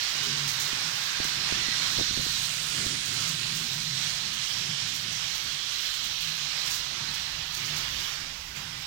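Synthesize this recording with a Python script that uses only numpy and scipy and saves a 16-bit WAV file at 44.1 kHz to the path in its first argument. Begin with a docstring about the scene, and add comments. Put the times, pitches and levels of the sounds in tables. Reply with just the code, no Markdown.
"""Model trains roll round a layout in a small room, to the right of a hand-held phone.
From the start the wheels hiss (noise through resonances) and the baseboard drones in low modes.
Soon wheels clatter over joints (bursts of noise) and motors hum (narrow, fluttering noise).
From 0.7 s the hand pops dully on the phone's case (short pulses); from 2 s it also rubs (low noise).
The hiss sinks in the last second. The left microphone is shaded and hears late."""
import sys
import numpy as np
from scipy import signal
from scipy.fft import rfft, irfft, next_fast_len
from scipy.io import wavfile
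from scipy.ndimage import uniform_filter1d, map_coordinates

SR = 44100
rng = np.random.default_rng(int(sys.argv[2]) if len(sys.argv) > 2 else 0)


def store_pcm(level_fs):
    """Save levels as 16-bit WAV."""
    pcm = np.round(np.clip(level_fs, -1, 1) * 32767).astype(np.int16)
    wavfile.write(sys.argv[1], SR, np.atleast_2d(pcm).T)


def volts_from_db(level):
    """Convert decibel levels to linear amplitude ratios."""
    exponent = np.asarray(level, float) / 20
    return 10 ** exponent


N = 390726  # length in samples

# How strongly the trains hiss, before random sway: time_s, right_level_db,
# left_extra_db (left microphone against its usual shading)
ROLLING = [(0, -26.5, 1.5), (.3, -25.5, 3), (.8, -27, 3), (1.15, -27, 3.5), (1.3, -25.5, 3),
           (2.0, -23.5, 2.5), (2.48, -25.5, 1.5), (2.57, -27.5, 1.5), (3.4, -27, 0), (4.3, -27.5, -1.5),
           (4.95, -27.5, -2.5), (5.35, -27.5, -2), (5.6, -28, -1.5), (6.25, -26.5, -2.5), (6.6, -28, -1.5),
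           (6.9, -28, -2.5), (7.1, -29, -2), (8.1, -28.5, -2), (8.2, -31.5, -4), (8.545, -37.5, -9),
           (8.565, -33, -7), (8.65, -35, -9), (8.86, -33.5, -7)]


def unit(x):
    """Scaled to an rms (average strength) of 1."""
    return x / np.sqrt(np.mean(x ** 2) + 1e-20)


def along(points, hz):
    """Reads (Hz, value) points on a logarithmic frequency axis."""
    point_hz, value = np.transpose(points)
    return np.interp(np.log(hz + 1), np.log(point_hz + 1), value)


def curves(rows, t):
    """Reads each column after the time column at times t."""
    time_s, *columns = np.transpose(rows)
    return [np.interp(t, time_s, column) for column in columns]


def wobble(rate):
    """A smooth random curve with `rate` random points a second."""
    knots = rng.standard_normal(int(N * rate / SR) + 4)
    return map_coordinates(knots, [np.arange(N) * rate / SR])


def filtered(x, response):
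    """Changes each frequency of x by a (possibly complex) response."""
    padded = next_fast_len(N + 8192)
    spectrum = rfft(x, padded) * response(np.fft.rfftfreq(padded, 1 / SR))
    return irfft(spectrum, padded)[..., :N]


def noise(colour):
    """Two unrelated noises of one colour, rms 1."""
    return unit(filtered(rng.standard_normal((2, N)), colour))


def coloured_noise(points):
    """Two noises shaped by (Hz, relative dB) points."""
    return noise(lambda hz: volts_from_db(along(points, hz)))


def modes(table):
    """The response of several resonances together, their signs alternating."""
    def response(hz):
        total = 0
        for k, (centre_hz, width_hz, db) in enumerate(table):
            damping = 1j * hz * width_hz
            total = total + (-1) ** k * volts_from_db(db) * damping / (centre_hz ** 2 - hz ** 2 + damping)
        return total
    return response


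def steady(x, hold_s):
    """Evens out the slow chance swells of a sound over hold_s seconds."""
    power = abs(uniform_filter1d(x ** 2, size=round(hold_s * SR), axis=-1))
    return unit(x / np.sqrt(power + .05))


def patches(z, bins, frames, depth_db):
    """Gives a short-time spectrum soft random patches of louder and quieter sound."""
    field = rng.standard_normal(z.shape[1:])
    smooth = uniform_filter1d(uniform_filter1d(field, size=bins, axis=0), size=frames, axis=1)
    return z * volts_from_db(depth_db * unit(smooth))


def bump(hz, centre_hz, half_width_hz):
    """The outline of a resonance, 1 on top."""
    return 1 / (1 + ((hz[:, None] - centre_hz) / half_width_hz) ** 2)


def swell(start_s, end_s):
    """A smooth rise and fall between two times."""
    progress = np.clip((np.arange(N) / SR - start_s) / (end_s - start_s), 0, 1)
    return np.sin(np.pi * progress) ** 0.53


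def ports(pair):
    """Right hears the first noise; left hears it late and shaded, mixed with the room's own second noise."""
    # Left microphone against right: pitch_hz, gain_db
    shade = [(60, 0), (200, -1), (350, -1), (520, -6.5), (780, -7), (1100, -4.5), (1900, -9.5),
             (2700, -10.5), (4300, -19), (6500, -27.5), (9500, -19.5), (11300, -20), (12300, -37),
             (15000, -40), (15500, -50)]
    # Likeness of the two microphones: pitch_hz, shared_part (0 to 1)
    alike = [(60, .98), (170, .96), (330, .55), (600, .65), (1000, .35), (1400, .55), (1900, .25),
             (4000, .55), (6500, .5), (9000, .1)]
    lag_s = 26 / SR

    def left_response(hz):
        share = np.clip(along(alike, hz), 0, 1)
        lag_at_hz = lag_s * np.clip(hz / 300, 0, 1)  # shorter below 300 Hz
        late = np.exp(-2j * np.pi * hz * lag_at_hz)
        return volts_from_db(along(shade, hz)) * [share * late, np.sqrt(1 - share ** 2)]

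    left = filtered(pair, left_response).sum(0)
    return np.array([left, pair[0]])


def wheels():
    """Rough rails under many small wheels: hiss through resonances that trade strength."""
    # Basic colour of the hiss: pitch_hz, relative_level_db
    hiss = [(210, -36), (350, -21), (606, -15.5), (1050, -8.5), (2060, -4.5), (2280, -3), (3230, -1),
            (5580, -3), (8360, -14.5), (11000, -25.5), (14300, -49), (22000, -120)]
    # Colour of the finest hiss: pitch_hz, relative_level_db
    sheen = [(6000, -120), (8500, -32), (11000, 1.5), (13000, 4.5), (15800, 3)]
    # Rail and wheel resonances: centre_hz, half_width_hz
    rings = [(850, 210), (3150, 480), (4105, 340), (5850, 730)]
    # Changing colour: time_s, gain_db of each of the four rings, bright_edge_gain_db
    colour = [(0, 0.97, 1, 4, 1.5, -0.5), (.7, 2.5, -1.5, 2.5, 1.5, 1), (1.3, 0.78, -2, 3.5, 0, -1.5),
              (2.05, 0, 0.5, 8, 4, 2), (2.45, 0, 1, 6.5, 1.5, 9.5), (2.7, 0, 3, 2, -1, 10),
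              (3.55, 0.68, 1, 6, 2, 5.5), (5.2, 0.41, 3, 3.5, 3, 2), (6.2, 0, 4.5, 6.5, 3, 2),
              (6.6, 1, 0.5, 5.5, 3, -0.5), (7.3, 1, 1.5, 4.5, 1.5, -3.5), (8.0, 1.8, 2.5, 0.5, 2, -4),
              (8.4, 2.7, -3, -1, 0, -4), (8.86, 2.3, 0, -1, -2, -3)]
    ring_sway_db = 0.74
    fine_mean_db, fine_follows, fine_sway_db = -46, .6, 1.2  # fine_follows: share of the hiss's swings
    car_s, car_peak_s, fine_car_db = .4375, 8.03, 1.5  # time between cars, a brightest moment, depth

    # thin lines in the hiss last a few tenths of a second
    z = signal.stft(coloured_noise(hiss), nperseg=4096)[2]
    lined = signal.istft(patches(z, 3, 6, depth_db=1.2), nperseg=4096)[1][:, :N]

    hz, t, z = signal.stft(lined, SR, nperseg=512)
    *rings_db, bright_db = curves(colour, t)
    colour_db = 0
    for ring_db, ring in zip(rings_db, rings):
        sway = np.interp(t * SR, np.arange(N), wobble(7))
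        colour_db = colour_db + (ring_db + ring_sway_db * sway) * bump(hz, *ring)
    z = patches(z, 6, 12, 0.88) * volts_from_db(colour_db)
    # a nearer train is brighter, in the direct sound more than in the room's
    directness = np.array([1, .4])[:, None, None]
    z *= volts_from_db(bright_db * bump(hz, 8900, 2700) * directness)
    # even out the loudness, so that colour alone has changed
    z /= np.sqrt(uniform_filter1d(np.sum(abs(z[0]) ** 2, axis=0), size=20))
    even_hiss = unit(signal.istft(z, SR, nperseg=512)[1][:, :N])

    time_s = np.arange(N) / SR
    hiss_db, left_db = curves(ROLLING, time_s)
    cars = np.cos(2 * np.pi * (time_s - car_peak_s) / car_s)
    body = volts_from_db(hiss_db + 0.21 * cars + 0.75 * wobble(5) + .5 * wobble(14)) * even_hiss

    # the finest hiss flickers, and ticks as single axles catch the rail, about 25 times a second
    strength = volts_from_db(4.5 * np.minimum(rng.exponential(size=N), 2))
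    catches = strength * (rng.random(N) < 25 / SR)
    ticks = signal.fftconvolve(catches, np.exp(-np.arange(900) / 130))[:N]
    flicker = volts_from_db(1.4 * wobble(6.3) + 0.81 * wobble(32)) + 0.42 * ticks
    fine_db = fine_mean_db + fine_follows * (hiss_db - hiss_db.mean())
    fine_db = fine_db + fine_sway_db * wobble(3.5) + fine_car_db * cars
    fine = volts_from_db(fine_db) * flicker * coloured_noise(sheen)

    left_gain = volts_from_db(left_db + 0.53 * wobble(4))
    return ports(body + fine) * [left_gain, np.ones(N)]


def baseboard():
    """Motors and wheels shake the board and the floor; each rings in its own low modes."""
    # Drone modes: centre_hz, width_hz, level_db, before the response is doubled in dB below
    board = [(106.4, 17.4, -4.5), (140.3, 15.2, -2), (160.6, 12, -2), (187.8, 12, -6.5)]
    # Wooden murmur modes: centre_hz, width_hz, level_db
    wood = [(224, 20.5, 0), (287, 12.2, -0.5), (350, 36, -5.5), (410, 24, -9.5)]
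    # Colour of the floor rumble: pitch_hz, relative_level_db
    rumble_colour = [(12, -43), (20, -5), (38, -1.5), (75, -2.5), (110, -8), (140, -53), (240, -120)]
    # Board levels before random sway: time_s, drone_db, murmur_db
    drone_rows = [(0, -51, -58), (.1, -61, -64), (.3, -50, -46), (.57, -50, -55.5), (.68, -50.5, -58),
                  (1.1, -51.5, -58.5), (1.45, -51, -53), (1.6, -51, -52.5), (2.1, -47, -51),
                  (2.6, -49, -59.5), (2.9, -47, -51), (3.2, -48, -61.5), (3.6, -48, -52),
                  (4.05, -49.5, -61), (4.3, -50, -55), (4.65, -48, -55), (5.2, -49, -58),
                  (5.55, -55.5, -61.5), (6.3, -56.5, -62.5), (6.6, -52, -59.5), (7.05, -52, -57.5),
                  (7.4, -54, -62), (7.8, -51.5, -57.5), (8.2, -54.5, -57.5), (8.86, -55.5, -61.5)]
    # Floor rumble before random sway: time_s, level_db
    floor_rows = [(0, -64), (.55, -57), (1.0, -68), (1.55, -51), (1.8, -56), (2.0, -50), (2.1, -51),
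                  (2.7, -55), (3.0, -59), (4.0, -57), (4.7, -58), (6.3, -59), (7.0, -55), (8.0, -51),
                  (8.4, -52.5), (8.86, -57)]
    # Heavy wheels thump the board: start_s, level_db before the soft rise
    thump_rows = [(1.53, -44), (2.75, -44), (3.08, -42), (3.31, -52), (3.5, -46), (4.82, -44), (6.03, -48),
                  (7.0, -42)]
    rise_s, fall_60db_s = 0.018, 0.26  # of a thump

    t = np.arange(N) / SR
    drone_db, murmur_db = curves(drone_rows, t)
    rumble_db, = curves(floor_rows, t)
    thumps = np.zeros(N)
    for start_s, db in thump_rows:
        since = np.clip(t - start_s, 0, None)
        thumps += volts_from_db(db - 60 * since / fall_60db_s) * (1 - np.exp(-since / rise_s))

    def sharpened(hz):
        response = modes(board)(hz)
        return response * abs(response)

    throb_db = 2.5 * wobble(8)
    drone_gain = volts_from_db(drone_db + throb_db + 0.97 * wobble(18)) + thumps
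    drone = drone_gain * steady(noise(sharpened), 0.16)
    murmur_gain = volts_from_db(murmur_db + .6 * throb_db + 1.35 * wobble(5) + 2.25 * wobble(14))
    murmur = (murmur_gain + volts_from_db(-7.5) * thumps) * steady(noise(modes(wood)), 0.2)
    rumble = volts_from_db(rumble_db + 1.3 * wobble(5)) * coloured_noise(rumble_colour)
    return ports(drone + murmur + rumble)


def joints():
    """Each rail joint gives a sharp tick and a short clatter; the tick is in the bright noise alone."""
    # Wheels over the loudest joints: start_s, level_db (before the shapes below), clatter_decay_s
    near_joints = [(.0827, -39, .045), (.1491, -39, .045), (.2299, -34.5, .04), (.4758, -29, .045),
                   (.5985, -28, 0.062), (1.0036, -38, .045), (1.2391, -31.5, .035), (1.9734, -44, .045),
                   (2.4224, -42, .05), (2.8524, -37, .055), (3.0525, -35, 0.052), (3.2755, -38, .045),
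                   (3.5433, -35, 0.068), (3.73, -40, 0.048), (4.0667, -43, .045), (4.3296, -36, 0.041),
                   (4.45, -42, 0.07), (4.8713, -39, 0.054), (5.3492, -37, 0.06), (5.8057, -38, 0.036),
                   (6.2073, -36, .045), (6.6563, -36, 0.068), (6.74, -37, .04), (7.1412, -33, 0.028),
                   (7.5443, -39, 0.049), (7.645, -39, 0.061), (7.9962, -40, 0.051), (8.5589, -41, 0.041)]
    # Colour of the clatter: pitch_hz, relative_level_db
    clack = [(2000, -120), (3000, -16), (6000, 10), (9000, 2), (12000, -1.5), (15800, 5)]
    far_count, far_db, far_spread_db, far_decay_s = 22, -12, 2.5, 0.046  # far_db: against the hiss
    dull_db, tick_db = 1, 3  # against the bright clatter

    # fainter joints at random times
    far_s = rng.random(far_count) * N / SR
    far_level_db = curves(ROLLING, far_s)[0] + far_db + far_spread_db * rng.standard_normal(far_count)
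    far_joints = [(s, db, far_decay_s) for s, db in zip(far_s, far_level_db)]

    t = np.arange(SR // 3) / SR
    clatter, ticks = np.zeros((2, N + len(t)))
    for start_s, db, decay_s in [*near_joints, *far_joints]:
        start = round(start_s * SR)
        clatter[start:][:len(t)] += volts_from_db(db) * np.exp(-t / decay_s) * (1 - np.exp(-t / 0.0024))
        ticks[start:][:len(t)] += volts_from_db(db + tick_db - 60 * t / .006)  # falls 60 dB in 6 ms
    clatter, ticks = clatter[:N], ticks[:N]

    rattle = volts_from_db(1.6 * np.clip(wobble(150), -2, 2))
    # bright and dull noise part at 7000 Hz
    bright = noise(lambda hz: volts_from_db(along(clack, hz)) / (1 + (7000 / (hz + 1)) ** 4))
    dull = noise(lambda hz: volts_from_db(along(clack, hz)) / (1 + (hz / 7000) ** 4))
    return ports((clatter + ticks) * rattle * bright + volts_from_db(dull_db) * clatter * rattle * dull)


def motors():
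    """Each motor tone is a narrow, wavering line: noise in one sharp resonance, fluttering in strength."""
    # Tones that swell and fade: start_s, end_s, pitch_hz, level_db (before the flutter)
    tones = [(0.14, .68, 142.6, -44), (0.183, .4, 410, -49.5), (.545, .75, 394, -55), (.15, .45, 1570, -47),
             (.955, 1.427, 1595, -43.5), (1.55, 1.85, 1950, -41), (2.9, 3.397, 277, -57.5),
             (3.2, 4.25, 158.6, -47), (3.7, 4.15, 132.8, -51), (3.3, 4.5, 227.5, -58.5),
             (6, 6.4, 158.4, -54.5), (7.3, 7.9, 152.9, -50.5)]
    width_share = 0.046  # of the pitch, before squaring narrows the resonance
    total = np.zeros((2, N))
    for start_s, end_s, pitch_hz, db in tones:
        resonance = modes([(pitch_hz, width_share * pitch_hz, 0)])
        line = steady(noise(lambda hz: resonance(hz) ** 2), 0.33)
        flutter = volts_from_db(2.4 * wobble(16))
        total += volts_from_db(db) * swell(start_s, end_s) * flutter * line
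    return ports(total)


def hand():
    """A slip of the grip: one push between two recoils, reaching the left microphone a moment later."""
    # Pops on the case: start_s, push_level_db (before the added recoil), pitch_hz
    pops = [(0.732, -27, 330), (1.202, -20.5, 403), (1.251, -28.5, 350), (1.524, -19.5, 437),
            (1.687, -27, 302), (1.988, -21.5, 420), (1.998, -19.5, 497), (2.011, -25, 300),
            (2.11, -29, 260), (2.175, -25, 330), (2.196, -26, 260), (2.267, -28, 300), (2.866, -26, 260)]
    cross_s, left_db, recoil = 0.00088, -4, 0.53  # recoil: size of the added second recoil
    out = np.zeros((2, N))
    t = np.arange(-400, 800) / SR
    for start_s, db, pitch_hz in pops:
        start = round(start_s * SR) - 400
        for side, (late_s, gain_db) in enumerate([(cross_s, left_db), (0, 0)]):
            u = (t - late_s) * pitch_hz * np.pi
            push = (1 - 2 * u ** 2) * np.exp(-u ** 2)
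            push = push - recoil * np.exp(-(u - 1.6) ** 2 / 2.0)
            out[side, start:][:len(t)] += volts_from_db(db + gain_db) * push
    return out


def rubs():
    """Skin drags on the case in short lumpy bursts of low noise."""
    # Rubs of the grip: start_s, length_s, level_db (before the lumps)
    strokes = [(1.976, 0.059, -36), (2.1, 0.057, -48), (2.157, 0.062, -38.5), (2.251, .03, -42),
               (2.695, 0.3, -46)]
    # Colour of the rubbing: pitch_hz, relative_level_db
    rub_colour = [(24, -35), (40, -12), (102, 0), (396, -7), (556, -8), (780, -8), (900, -22), (1170, -59),
                  (1980, -120)]
    stroke = sum(volts_from_db(db) * swell(start_s, start_s + length_s) for start_s, length_s, db in strokes)
    lumps = volts_from_db(2.3 * wobble(120))
    return ports(stroke * lumps * coloured_noise(rub_colour))


def scene():
    """Trains, board and hand together."""
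    return wheels() + baseboard() + joints() + motors() + hand() + rubs()


def low_pass(x):
    """Removes everything above the highest recorded frequency."""
    return signal.sosfilt(signal.butter(12, 16680, fs=SR, output="sos"), x)


def record(dry):
    """The phone keeps only what lies below its band limit of 15870 Hz."""
    limited = filtered(dry, lambda hz: hz < 15870)
    return low_pass(limited)


dry = scene()
out = record(dry)
store_pcm(out)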